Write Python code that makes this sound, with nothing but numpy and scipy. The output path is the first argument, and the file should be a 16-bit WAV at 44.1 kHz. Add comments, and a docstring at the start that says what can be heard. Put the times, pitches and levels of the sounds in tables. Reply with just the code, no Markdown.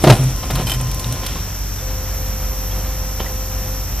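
"""Breaking a concrete pile

A hydraulic breaker bites into concrete: three cracks, each with a thud, overload the microphone.
The fractures excite the modes of the steel frame, which also groans as the jaws slip. Concrete
crumbles, chips snap off, gravel trickles and the lifting chains rattle. Behind it are a thin hiss
and the excavator's diesel; its pump whines while holding pressure, then while driving the rams."""
import sys
import numpy as np
from scipy import signal
from scipy.fft import rfft, irfft
from scipy.io import wavfile

SR = 44100
rng = np.random.default_rng(int(sys.argv[2]) if len(sys.argv) > 2 else 0)


def to_wav(sig):
    """Store sig (one row per channel, or 1-D mono) as 16-bit WAV at the path in sys.argv[1].

    Samples outside -1..1 are clipped; the rate is SR.
    """
    pcm = np.clip(np.atleast_2d(sig), -1, 1) * 32767
    pcm = np.round(pcm).astype(np.int16)
    wavfile.write(sys.argv[1], SR, pcm.T)  # frames by channels


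N = 176400
T = np.arange(N) / SR
CUTOFF_HZ, SNAP_ATTACK_S = 14400, 0.0006

# left-right coherence of nearby sources: (frequency [Hz], correlation [-1..1])
NEAR_COHERENCE = [(60, 0.99), (700, 1), (1240, 0.98), (2300, .87), (4200, 0.86), (7700, 0.32),
                  (14000, 0.18)]
# spectrum of small hard impacts: (frequency [Hz], relative density [dB])
SNAP_SPECTRUM = [(300, -6), (1000, 10.5), (2000, 2), (3500, 5), (6000, -0.5), (9000, 1), (14000, 4.5)]


def from_db(db):
    """Amplitude ratio of a level in decibels."""
    return 10 ** (np.asarray(db) / 20)


def unit_rms(x):
    """Normalisation to an rms of 1."""
    return x / np.sqrt(np.mean(x ** 2) + 1e-20)


def contour(rows):
    """Gain interpolated between (time [s], level [dB]) rows."""
    return from_db(np.interp(T, *np.transpose(rows)))


def at_hz(rows, hz):
    """Interpolation on a logarithmic frequency axis."""
    frequencies, values = np.transpose(rows)
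    return np.interp(np.log(hz + 1), np.log(frequencies), values)


def drift(corner_hz):
    """Random modulation: low-passed noise with an rms of 1."""
    step, settle = 40, 2000  # audio samples per point; points discarded
    pole = np.exp(-2 * np.pi * corner_hz * step / SR)
    noise = rng.standard_normal(N // step + settle + 2)
    slow = signal.lfilter([1], [1, -2 * pole, pole * pole], noise)[settle:]
    return np.interp(np.arange(N) / step, np.arange(len(slow)), unit_rms(slow))


def burst(start, attack, hold, t60):
    """Transient envelope: linear attack, hold and exponential decay, all in seconds."""
    rise = np.clip((T - start) / attack, 0, 1)
    return rise * np.exp(-np.log(1000) * np.clip((T - start - attack - hold) / t60, 0, 2))


def ring(force, modes):
    """Modal superposition: each mode responds to the force as a damped oscillator."""
    response = 0
    for hz, db, t60 in modes:
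        radius, angle = np.exp(-np.log(1000) / (t60 * SR)), 2 * np.pi * hz / SR
        feedback = [1, -2 * radius * np.cos(angle), radius ** 2]
        response += from_db(db) * signal.lfilter([0, np.sin(angle)], feedback, force + 1e-18)
    return response


def grit(per_s, spread_db, dust_db):
    """Shot noise: tiny uneven fractures over fine dust, as two signals with shared timing."""
    events = rng.random(N) < per_s / SR
    sizes = from_db(spread_db * np.minimum(rng.exponential(1, N), 4))
    impulses = unit_rms(events * sizes * rng.choice([-1, 1], (2, N)))
    return impulses + from_db(dust_db) * rng.standard_normal((2, N))


def colour(pair, spectrum, coherence, balance=None):
    """Minimum-phase filtering and mid-side mixing turn two uncorrelated signals into stereo of rms 1."""
    hz = np.fft.rfftfreq(N, 1 / SR)
    cepstrum = irfft(np.log(from_db(at_hz(spectrum, hz))), N)
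    cepstrum[1:N // 2] *= 2  # folding makes the filter causal
    cepstrum[N // 2 + 1:] = 0
    mid, side = rfft(pair) * np.exp(rfft(cepstrum)) * (hz < CUTOFF_HZ)
    correlation = np.clip(at_hz(coherence, hz), -0.999, 0.999)
    sign = np.array([[1], [-1]])
    stereo = np.sqrt(1 + correlation) * mid + sign * np.sqrt(1 - correlation) * side
    if balance:
        stereo *= from_db(sign * at_hz(balance, hz) / 2)
    return unit_rms(irfft(stereo, N))


def tone(hz, harmonics, flutter_db):
    """Harmonic series on a moving fundamental; each partial flutters independently in level."""
    phase = 2 * np.pi * np.cumsum(hz) / SR
    partials = 0
    for number, db in harmonics:
        gain = from_db(db + flutter_db * drift(7.2))
        partials += gain * np.sin(number * phase + rng.uniform(0, 2 * np.pi))
    return np.sqrt(2) * partials


def hiss():
    """Band noise: a steady hiss and a higher, swelling sizzle, placed by time and level differences."""
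    # steady band and higher band: (frequency [Hz], relative density [dB])
    hiss_spectrum = [(3500, -20), (5000, -10), (5600, 3.5), (6400, -5), (7700, -5), (10000, -22),
                     (14000, -22)]
    sizzle_spectrum = [(7000, -36), (10000, -11.5), (11300, -1), (12700, 3.5), (14000, -2.5)]
    # swell of the sizzle: (time [s], level [dB])
    swell = [(0, -38), (.9, -38.5), (1.9, -35), (2.5, -32), (2.85, -34), (4, -32.5)]
    # left-right coherence: (frequency [Hz], correlation [-1..1])
    coherence = [(4000, 0.87), (5600, 0.69), (14000, 1)]
    # level difference: (frequency [Hz], left minus right [dB])
    balance = [(3000, -1), (5600, 3), (8000, 0.5), (13000, -4)]
    hiss_db, right_lag_s = -32.5, 0.00006
    steady = colour(rng.standard_normal((2, N)), hiss_spectrum, coherence, balance)
    sizzle = colour(rng.standard_normal((2, N)), sizzle_spectrum, coherence, balance)
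    left, right = from_db(hiss_db) * steady + contour(swell) * from_db(0.5 * drift(9)) * sizzle
    delay = np.exp(-2j * np.pi * np.fft.rfftfreq(N, 1 / SR) * right_lag_s)
    return np.array([left, irfft(rfft(right) * delay, N)])


def diesel():
    """Periodic firing radiates harmonics of the crank rate over a broadband rumble."""
    # engine orders: (multiple of the crank rate, rms level [dB])
    orders = [(2, -25.5), (3, -35.5), (4, -32), (5, -44), (6, -43.5), (7, -47.5), (8, -51), (12, -50.5)]
    # rumble: (frequency [Hz], relative density [dB])
    spectrum = [(24, -23.5), (45, 4.5), (70, -2), (110, -7.5), (150, -12.5), (220, -15), (300, -21),
                (530, -21), (1020, -23), (1680, -26.5), (3000, -29.5), (4500, -33.5), (7000, -50)]
    # left-right coherence at a distance: (frequency [Hz], correlation [-1..1])
    coherence = [(60, 0.93), (700, 0.99), (1240, 0.83), (2300, 0.98), (4200, 1)]
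    crank_hz, wander, rumble_db = 23.64, 0.00795, -28.5
    firing = tone(crank_hz * (1 + wander * drift(3.37)), orders, flutter_db=1)
    rumble_gain = from_db(rumble_db + 0.73 * drift(7.8))
    return firing + rumble_gain * colour(rng.standard_normal((2, N)), spectrum, coherence)


def pump():
    """Pressure ripple gives a harmonic whine, which wavers faster when the pump holds pressure."""
    # whine when driving the rams and when holding: (harmonic number, relative level [dB])
    drive_harmonics = [(1, -11.5), (2, 1), (3, -7), (4, -9.5), (5, -13.5), (7, -15)]
    hold_harmonics = [(1, -15), (2, -5.5), (4, 2)]
    ripple_hz, wander, drive_db, hold_db = 259.1, 0.0027, -41, -42.5
    driving = tone(ripple_hz * (1 + wander * drift(7.9)), drive_harmonics, flutter_db=0.3)
    holding = tone(ripple_hz * (1 + wander * drift(21.6)), hold_harmonics, flutter_db=0)
    driving *= burst(start=1.792, attack=0.029, hold=2, t60=0.25)
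    holding *= burst(start=0.2, attack=0.34, hold=0.74, t60=0.15)
    return from_db(drive_db) * driving + from_db(hold_db) * holding


def clinks():
    """Free vibration: small struck metal parts each sound one damped sinusoid."""
    # strikes: (time [s], frequency [Hz], peak level [dB], T60 [s])
    strikes = [(1.358, 1070, -28.5, 0.13), (1.785, 3580, -34.5, 0.083), (2.712, 3310, -33.5, 0.12),
               (3.196, 3100, -30.5, 0.17), (3.263, 1950, -25, 0.035)]
    return sum(from_db(db) * burst(start, SNAP_ATTACK_S, 0, t60) * np.sin(2 * np.pi * hz * (T - start))
               for start, hz, db, t60 in strikes)


def chains():
    """Impact excitation: a quick run of gritty clashes rings the inharmonic modes of the links."""
    # link collisions: (time [s], relative level [dB])
    clashes = [(.669, -23.5), (0.679, -30), (0.687, -30), (0.696, -24), (0.704, -29), (0.717, -21.5),
               (.737, -27.5), (.745, -29)]
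    # modes of a link: (frequency [Hz], gain [dB], T60 [s])
    link_modes = [(2440, -12, 0.35), (3090, -0.5, 0.078), (3200, -15, 0.11), (4240, -7, 0.045),
                  (5040, -3, 0.034), (7838, -7.5, 0.043), (8732, -6, 0.04), (11500, -5, .04)]
    force = sum(from_db(db) * burst(start, SNAP_ATTACK_S, hold=0.0018, t60=0.052)
                for start, db in clashes)
    scrape = force * colour(grit(per_s=3000, spread_db=2.5, dust_db=-6), SNAP_SPECTRUM, NEAR_COHERENCE)
    starts, levels_db = np.transpose(clashes)
    links = 0
    for mode in link_modes:  # each clash excites each mode differently
        onsets = starts + rng.uniform(0, 0.001, len(starts))
        taps = np.zeros(N)
        taps[(onsets * SR).astype(int)] = from_db(levels_db + rng.normal(0, 3, len(starts)))
        links += ring(taps, [mode])
    return from_db(-0.5) * (scrape + links)


def groans():
    """Stick-slip friction: the jaws make the frame shudder; rough slips jolt its pitch and level."""
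    # slips: (time [s], frequency [Hz], level [dB], hold [s], roughness [share of the pitch])
    slips = [(.182, 132, -13, .085, .015), (.515, 136, -22.5, .07, .1), (.62, 119, -25, .05, .06),
             (.735, 126, -20.5, .135, .035), (.945, 125, -25, .015, .1), (1.05, 125, -22.5, .05, .06)]
    wobble, jolt_hz, jolt_db_per_roughness = 0.02, 45, 20
    starts, hz, _, _, roughness = np.transpose(slips)
    swell = sum(from_db(db) * burst(start, attack=0.016, hold=hold, t60=0.2)
                for start, _, db, hold, _ in slips)
    latest = np.maximum(np.searchsorted(starts, T) - 1, 0)
    pitch = hz[latest] * (1 + wobble * drift(11) + roughness[latest] * drift(jolt_hz))
    jolts = from_db(jolt_db_per_roughness * roughness[latest] * drift(jolt_hz))
    return swell * jolts * tone(pitch, [(1, 0), (2, -21)], flutter_db=1.3)


def trickle():
    """Random light impacts add up to a patter as gravel runs down the pile."""
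    # gravel flow: (time [s], level [dB])
    flow = [(.85, -52), (1.2, -47), (1.235, -34.5), (1.37, -37.5), (1.65, -58), (2, -75)]
    # patter: (frequency [Hz], relative density [dB])
    spectrum = [(300, -30), (900, -3.5), (3500, 1), (14000, -30)]
    return contour(flow) * colour(grit(per_s=700, spread_db=3, dust_db=-4), spectrum, NEAR_COHERENCE)


def lumps():
    """Inelastic impact: falling lumps knock with dull, quickly damped noise."""
    # landings: (time [s], level [dB], hold [s])
    landings = [(0.43, -26.5, 0.006), (0.499, -21.5, 0.0055), (0.561, -25.5, 0.056), (0.716, -31, .008),
                (0.799, -27.5, 0.0052), (1.158, -31, 0.0083), (1.228, -33, 0.0069), (1.354, -33.5, 0.01),
                (2.7, -38.5, 0.18), (3.196, -23.5, 0.0066), (3.24, -37.5, .06)]
    # knock: (frequency [Hz], relative density [dB])
    spectrum = [(100, 4), (190, 1.5), (450, -1), (850, 0), (1500, -9.5), (3200, -8.5), (4800, -18),
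                (14000, -44)]
    force = sum(from_db(db) * burst(start, attack=0.0022, hold=hold, t60=0.11)
                for start, db, hold in landings)
    return force * colour(grit(per_s=1500, spread_db=3.5, dust_db=-3), spectrum, NEAR_COHERENCE)


def crumble():
    """Acoustic emission: the many small fractures of grinding concrete merge into a fluttering noise."""
    # course of the crumbling: (time [s], level [dB])
    activity = [(0, -30), (.13, -21), (.18, -29), (.26, -33), (.33, -41), (.48, -36.5), (.58, -27),
                (.65, -30.5), (.8, -40), (.87, -39), (.98, -34), (1.17, -34.5), (1.36, -39.5), (1.55, -52),
                (4, -58)]
    # crumbs: (frequency [Hz], relative density [dB])
    spectrum = [(100, -7.5), (170, 7), (380, -2), (700, -5.5), (1500, -14.5), (3200, -11), (6000, -20.5),
                (10000, -12), (14000, -23.5)]
    gain = contour(activity) * from_db(1.8 * drift(19))
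    return gain * colour(grit(per_s=1100, spread_db=3, dust_db=-5), spectrum, NEAR_COHERENCE)


def chips():
    """Spalling: each chip snaps off with a short burst of grit in its own frequency band."""
    # snaps: (time [s], level [dB], hold [s], band centre [Hz], band reach each way [ratio])
    snaps = [(0.037, -22.5, .002, 9000, 1.2), (.1005, -5, 0.0025, 4000, 1.7),
             (0.237, -28.5, 0.0036, 9000, 1.2), (.361, -32.5, .002, 8000, 1.7),
             (0.505, -25, 0.0067, 6000, 3.5), (0.553, -21.5, 0.005, 6000, 6.4),
             (0.811, -24, 0.0014, 8700, 1.1), (0.914, -26.5, 0.0025, 6500, 1.8),
             (0.943, -26, 0.002, 9500, 1.5), (0.994, -26.5, 0.006, 7000, 2.1),
             (1.043, -24.5, 0.002, 3480, 1.3), (1.123, -23.5, 0.0025, 8500, 1.3),
             (1.2635, -20.5, 0.0027, 6540, 2.2)]
    grains = colour(grit(per_s=4000, spread_db=3, dust_db=-7), SNAP_SPECTRUM, NEAR_COHERENCE)
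    sound = 0
    for start, db, hold, hz, ratio in snaps:
        band = signal.butter(1, [hz / ratio, min(hz * ratio, CUTOFF_HZ)], "band", fs=SR, output="sos")
        force = burst(start, SNAP_ATTACK_S, hold, t60=0.03)
        sound += from_db(db) * np.std(force) * unit_rms(force * signal.sosfilt(band, grains))
    return sound


def thud(start, hold, hz):
    """Damped oscillation of the released jaws, sagging in pitch as the load lets go."""
    sag_share, sag_s = 0.23, 0.032
    age = np.maximum(T - start, 0)
    pitch = hz * (1 - sag_share * (1 - np.exp(-age / sag_s)))
    phase = 2 * np.pi * np.cumsum(pitch * (age > 0)) / SR
    return burst(start, attack=0.0024, hold=hold, t60=0.11) * np.sin(phase)


def cracks():
    """Brittle fracture: each split releases strain energy as a dense run of impulses and a thud."""
    # splits of the pile: (time [s], level [dB], hold [s], thud level [dB], thud frequency [Hz])
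    splits = [(0.038, -10, 0.009, -10.5, 150), (0.0683, -7, 0.01, -9, 153), (0.0958, -3, 0.015, 3, 139.4)]
    # fracture noise: (frequency [Hz], relative density [dB])
    spectrum = [(60, -27), (100, -11), (165, -1), (230, -4), (300, -8.5), (370, -1), (480, -10.5),
                (640, -1.5), (850, -13), (1350, -14), (1700, -19), (2900, -20), (5500, -25), (8000, -33),
                (14000, -38)]
    force = sum(from_db(db) * burst(start, attack=0.0018, hold=hold, t60=0.086)
                for start, db, hold, _, _ in splits)
    fractures = colour(grit(per_s=1400, spread_db=1.5, dust_db=-9), spectrum, NEAR_COHERENCE)
    thuds = sum(from_db(db) * thud(start, hold, hz) for start, _, hold, db, hz in splits)
    return force * fractures + thuds


def frame(force):
    """Resonance: the breaking concrete drives the modes of the steel frame."""
    # frame modes: (frequency [Hz], relative gain [dB], T60 [s])
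    modes = [(175.4, -6.5, 0.37), (362.4, -7, 0.31), (550, -3, 0.14), (655, -14, 0.24), (791, 2, 0.15),
             (1056, 9.5, 0.085), (1360, -3, 0.19), (1451, 6, 0.21), (1938, -1, 0.23), (2475, -7, 0.16)]
    coupling_db = -53.5
    return from_db(coupling_db) * ring(force, modes)


def echoes(direct):
    """Reflection: the machines and a building return dull, delayed copies of the sound."""
    # reflections: (delay [s], gain [dB])
    paths = [(.083, -27), (.131, -27.5)]
    dull = signal.sosfilt(signal.butter(1, [200, 2940], "band", fs=SR, output="sos"), direct)
    return sum(from_db(db) * np.pad(dull, ((0, 0), (int(delay * SR), 0)))[:, :N] for delay, db in paths)


def scene():
    """Superposition of the breaker, its echoes and the background."""
    concrete = cracks() + crumble() + lumps() + trickle() + chips()
    breaker = concrete + frame(concrete) + chains() + clinks() + groans()
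    return breaker + echoes(breaker) + diesel() + pump() + hiss()


def record(dry):
    """Saturation rounds off the peaks of the cracks; a steep low-pass cuts the highest treble."""
    ceiling = 0.92
    clipped = dry / (1 + (dry / ceiling) ** 8) ** (1 / 8)
    return signal.sosfilt(signal.ellip(12, 0.1, 70, CUTOFF_HZ, fs=SR, output="sos"), clipped)


dry = scene()
out = record(dry)
to_wav(out)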